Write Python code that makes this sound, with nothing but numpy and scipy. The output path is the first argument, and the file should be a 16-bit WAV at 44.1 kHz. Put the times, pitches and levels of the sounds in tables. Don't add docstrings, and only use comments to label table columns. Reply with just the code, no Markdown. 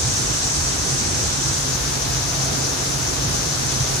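import sys
import numpy as np
from scipy.fft import rfft, irfft
from scipy.io import wavfile
from scipy.ndimage import uniform_filter1d

SR = 44100
rng = np.random.default_rng(int(sys.argv[2]) if len(sys.argv) > 2 else 0)


def unload_wav(signal):
    wavfile.write(
        sys.argv[1],
        SR,
        np.round(np.clip(np.atleast_2d(signal).T, -1, 1) * 32767).astype(np.int16),
    )


N = 176400
HZ = np.maximum(np.arange(N // 2 + 1) * SR / N, 1)
RUMBLE_PAN_DB = -1.5

# frequency in Hz, left-right correlation.
FIELD_CORRELATION = [(60, 0.98), (150, 0.89), (300, 0.78), (600, -1.1), (2400, 0.22), (3200, -0.051),
                     (4300, 0.21), (5200, -0.1), (6200, 0.27), (8700, -0.32), (10000, 0.5), (15000, -0.17)]


def from_db(db):
    return 10 ** (np.asarray(db) / 20)


def rms_one(x):
    return x / np.sqrt(np.mean(x ** 2) + 1e-20)


def in_time(rows):
    return np.interp(np.arange(N) / SR, *np.transpose(rows))


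def over_hz(rows):
    hz, *columns = np.transpose(rows)
    return [np.interp(np.log(HZ), np.log(hz), column) for column in columns]


def shaped(x, gain):
    return irfft(rfft(x) * gain, N)


def per_hz(db):
    return from_db(db) * np.sqrt(SR / 2)


def resonance(hz, width_hz):
    return 1 / np.sqrt(1 + ((HZ ** 2 - hz ** 2) / (HZ * width_hz)) ** 2)


def pan(db):
    gains = from_db(np.array([[.5], [-.5]]) * db)
    return gains / np.sqrt(np.mean(gains ** 2, axis=0))


def diffuse(pair, correlation_rows):
    correlation = np.clip(over_hz(correlation_rows)[0], -.99, .99)
    mid = shaped(pair[0], np.sqrt((1 + correlation) / 2))
    side = shaped(pair[1], np.sqrt((1 - correlation) / 2))
    return np.array([mid + side, mid - side])


def turbulence():
    return diffuse(rng.standard_normal((2, N)), FIELD_CORRELATION)


def evened(x, samples):
    power = uniform_filter1d(uniform_filter1d(np.mean(x ** 2, axis=0), samples), samples)
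    return x / np.sqrt(power + 1e-20)


def fan_drone(blade_gain_db=-5, hum_hz=144.6, hum_db=-37):
    # time in seconds, pitch in Hz.
    pitch_hz = [(0, 134), (.3, 135.1), (.6, 132.2), (1.0, 133), (1.17, 122), (1.35, 132.1), (1.7, 130.7),
                (1.88, 136.4), (2.12, 127), (2.35, 134), (2.6, 132.6), (2.9, 135.8), (3.1, 127),
                (3.4, 131.2), (3.65, 135.1), (3.82, 127), (4, 132)]
    # time in seconds, relative level in dB.
    throb_db = [(0.0, -36), (0.06, -27), (0.52, -43), (0.69, -24.5), (0.86, -42.5), (0.93, -23),
                (1.06, -39), (1.13, -27), (1.34, -32.5), (1.47, -21), (1.55, -40), (1.73, -25), (1.8, -34),
                (1.88, -24.5), (2.02, -34), (2.13, -24), (2.29, -32.5), (2.41, -26), (2.58, -32),
                (2.65, -22), (2.78, -35.5), (2.96, -22.5), (3.11, -37), (3.21, -21), (3.5, -40),
                (3.66, -25), (3.71, -25.5), (3.79, -23), (3.88, -32), (3.99, -24)]
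    cycles = np.cumsum(in_time(pitch_hz)) / SR + rng.random()
    blades = np.sqrt(2) * np.sin(2 * np.pi * cycles) * from_db(in_time(throb_db) + blade_gain_db)
    hum = evened(shaped(turbulence(), resonance(hum_hz, width_hz=24.4) ** 2), samples=1000)
    return (blades + hum * from_db(hum_db)) * pan(db=-5.5)


def rumble(top_hz=119.5, gain_db=-1):
    # frequency in Hz, relative level in dB.
    spectrum = [(20, -80), (27, -81), (36, -67), (44, -51), (56, -47), (65, -50), (78, -47.5), (98, -49),
                (118, -47.5), (150, -42), (175, -68)]
    # time in seconds, relative level in dB.
    swell_db = [(0.0, -26.5), (0.26, -29.5), (0.32, -26), (0.39, -37), (0.46, -25.5), (0.53, -35.5),
                (0.6, -26), (0.73, -31), (0.79, -27), (0.88, -32.5), (1.27, -25.5), (1.39, -35.5),
                (1.51, -28.5), (1.69, -32), (1.84, -28), (1.98, -32.5), (2.11, -28), (2.37, -31),
                (2.52, -29), (2.59, -30), (2.73, -30.5), (2.89, -33), (3.21, -27.5), (3.76, -32.5),
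                (3.82, -22.5), (3.88, -36), (3.93, -25), (3.99, -36)]
    colour = from_db(over_hz(spectrum)[0]) / np.sqrt(1 + (HZ / top_hz) ** 10)
    air = evened(shaped(turbulence(), colour), samples=2400)
    return air * from_db(in_time(swell_db) + gain_db) * pan(RUMBLE_PAN_DB)


def steel_bin(x, paths=8, t60_s=1.36, echo_db=-5):
    echoes = 0
    for k, path_s in enumerate(rng.uniform(.015, .06, (paths, 2, 1))):
        loop = from_db(-60 * path_s / t60_s) * np.exp(-2j * np.pi * HZ * path_s)
        echoes = echoes + (-1) ** k * loop / (1 - loop)
    echoes = echoes / np.sqrt(np.mean(np.abs(echoes) ** 2))
    return rms_one(shaped(x, 1 + from_db(echo_db) * echoes))


def roar(low_hz=143, high_hz=2330, gain_db=0.58, right_lag_s=0.00051, churn_top_hz=830):
    # frequency in Hz, base level in dB per Hz, left minus right in dB.
    spectrum = [(189, -57, -9), (203, -61, -6), (279, -56.5, -5), (368, -61.5, -4), (430, -59.0, -12),
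                (550, -62.5, 0.5), (704, -62, -6.5), (840, -61, -5), (1320, -65.5, -7), (1610, -64.5, -0.7),
                (2410, -71.5, -3)]
    # frequency in Hz, left-right correlation.
    correlation = [(170, 0.94), (260, 0.93), (400, 0.67), (600, 0.15), (900, 0.46), (1300, -0.23),
                   (1650, -0.25), (2000, -0.23), (2400, 0.5)]
    # time in seconds, gain in dB.
    churn_db = [(0, -0.4), (.3, 0), (.5, -2), (.75, 0), (1.25, .5), (1.4, -1), (1.8, -0.5), (2.25, -1),
                (2.52, 2), (2.7, 0.7), (3.1, 1), (3.45, 0), (3.65, -0.3), (4, 1)]
    db, pan_db = over_hz(spectrum)
    band = 1 / np.sqrt((1 + (low_hz / HZ) ** 20) * (1 + (HZ / high_hz) ** 10))
    lag = np.exp(-2j * np.pi * HZ * right_lag_s * np.array([[0], [1]]))
    field = diffuse(steel_bin(rng.standard_normal((2, N))), correlation)
    air = shaped(field, per_hz(db + gain_db) * band * pan(pan_db) * lag)
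    lows = shaped(air, 1 / (1 + (HZ / churn_top_hz) ** 10))
    return air - lows + lows * from_db(in_time(churn_db))


def drive_whines():
    # pitch in Hz, half-width of each of two filter stages in Hz, level in dB.
    tones = [(357.6, 2.2, -48), (369, 0.69, -49.5), (633, 4.6, -64), (1160, 84, -51), (2553, 28, -49.5)]
    out = 0
    for hz, half_width_hz, db in tones:
        tone = rms_one(shaped(turbulence(), resonance(hz, 2 * half_width_hz) ** 2))
        out = out + from_db(db) * tone
    return out * pan(db=-4.5)


def trickling(x, bands=7, flicker_top_hz=16, depth_db=1):
    log_centres = np.log(np.geomspace(2500, 14000, bands))
    out = 0
    for weights in np.eye(bands):
        swell = rms_one(shaped(rng.standard_normal(N), 1 / (1 + (HZ / flicker_top_hz) ** 4)))
        band = shaped(x, np.interp(np.log(HZ), log_centres, weights))
        out = out + band * from_db(depth_db * swell)
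    return out


def grain(ticks_per_s=4000, spread_db=2.5, tick_low_hz=7500, top_tick_share=0.29):
    # frequency in Hz, level in dB per Hz.
    spectrum = [(1500, -77), (2300, -71.5), (3000, -68.5), (4000, -65.5), (5200, -65), (6500, -63.5),
                (8000, -69.5), (10000, -72.5), (11200, -80), (14000, -80), (15300, -79)]
    # time in seconds, gain in dB.
    flow_db = [(0, 0.3), (.4, 0.4), (1.1, -0.04), (1.6, 0.1), (2.7, -0.1), (3.3, 0), (4, .5)]
    hits = rng.random((2, N)) < ticks_per_s / SR
    sizes = from_db(spread_db * np.minimum(rng.exponential(1, (2, N)), 5))
    signs = rng.choice([-1, 1], (2, N))
    impacts = diffuse(rms_one(hits * sizes * signs), FIELD_CORRELATION)
    tick_share = top_tick_share / (1 + (tick_low_hz / HZ) ** 4)
    colour = per_hz(over_hz(spectrum)[0])
    ticks = shaped(impacts, colour * np.sqrt(tick_share))
    hiss = shaped(turbulence(), colour * np.sqrt(1 - tick_share))
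    return trickling(ticks + hiss) * from_db(in_time(flow_db))


def thumps(attack_s=.005, t60_s=0.095):
    # start in seconds, gain in dB, pitch in Hz.
    bumps = [(0.045, -14, 120), (0.579, -12, 78.5), (1.103, -13.5, 96.2), (1.494, -17, 78.8),
             (2.101, -30, 75), (3.251, -10, 125.3), (3.801, -14.5, 135)]
    out = 0
    for start_s, db, hz in bumps:
        age_s = np.maximum(np.arange(N) / SR - start_s, 0)
        envelope = (1 - np.exp(-age_s / attack_s)) * from_db(-60 * age_s / t60_s)
        out = out + from_db(db) * envelope * np.sin(2 * np.pi * hz * age_s)
    return out * pan(RUMBLE_PAN_DB)


def hollow_resonance(hz=695, width_hz=220, correlation=-.1):
    # time in seconds, level in dB.
    swell_db = [(0, -68), (1.7, -60), (2.05, -38.5), (2.2, -43), (2.5, -35.5), (2.75, -51), (3.1, -59),
                (3.5, -43), (4, -48)]
    field = diffuse(rng.standard_normal((2, N)), [(hz, correlation)])
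    ring = evened(shaped(field, resonance(hz, width_hz) ** 2), samples=4400)
    return ring * from_db(in_time(swell_db)) * pan(db=-2)


def auger_rasp(hz=1370, width_hz=480):
    # time in seconds, level in dB.
    swell_db = [(0, -62), (2.0, -59), (2.8, -44), (3.3, -46), (4, -45)]
    rasp = rms_one(shaped(rng.standard_normal(N), resonance(hz, width_hz) ** 2))
    return rasp * from_db(in_time(swell_db)) * pan(db=4)


def port(x, resonances):
    added_power = sum((from_db(db) * resonance(hz, width_hz)) ** 2 for hz, width_hz, db in resonances)
    return shaped(x, np.sqrt(1 + added_power))


def scene():
    fans = fan_drone() + rumble() + thumps() + roar()
    return fans + hollow_resonance() + auger_rasp() + drive_whines() + grain()


def record(dry):
    # frequency in Hz, width in Hz, gain in dB.
    left_port = [(5890, 1050, 8.5), (5940, 240, 1.5)]
    right_port = [(7250, 2600, -0.5), (5800, 400, -9)]
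    left_hand = [(6100, 280, 4.5), (7100, 600, 0)]
    right_hand = [(5840, 520, 4), (7180, 690, 4.5), (8090, 360, 11.5)]
    # time in seconds, cupped share from 0 to 1.
    cupping = [(0, 1), (1.25, 1), (1.57, 0.67), (1.68, 0), (3.2, 0.04), (3.9, 0.18)]
    shade_hz, shade_db, cutoff_hz = 10700, -2.5, 15300
    uncovered = np.array([port(dry[0], left_port), port(dry[1], right_port)])
    cupped = np.array([port(dry[0], [*left_port, *left_hand]),
                       port(dry[1], [*right_port, *right_hand])])
    cupped = shaped(cupped, from_db(shade_db / (1 + (shade_hz / HZ) ** 20)))
    share = in_time(cupping)
    blend = (1 - share) * uncovered + share * cupped
    return shaped(blend, 1 / np.sqrt(1 + (HZ / cutoff_hz) ** 200))


dry = scene()
out = record(dry)
unload_wav(out)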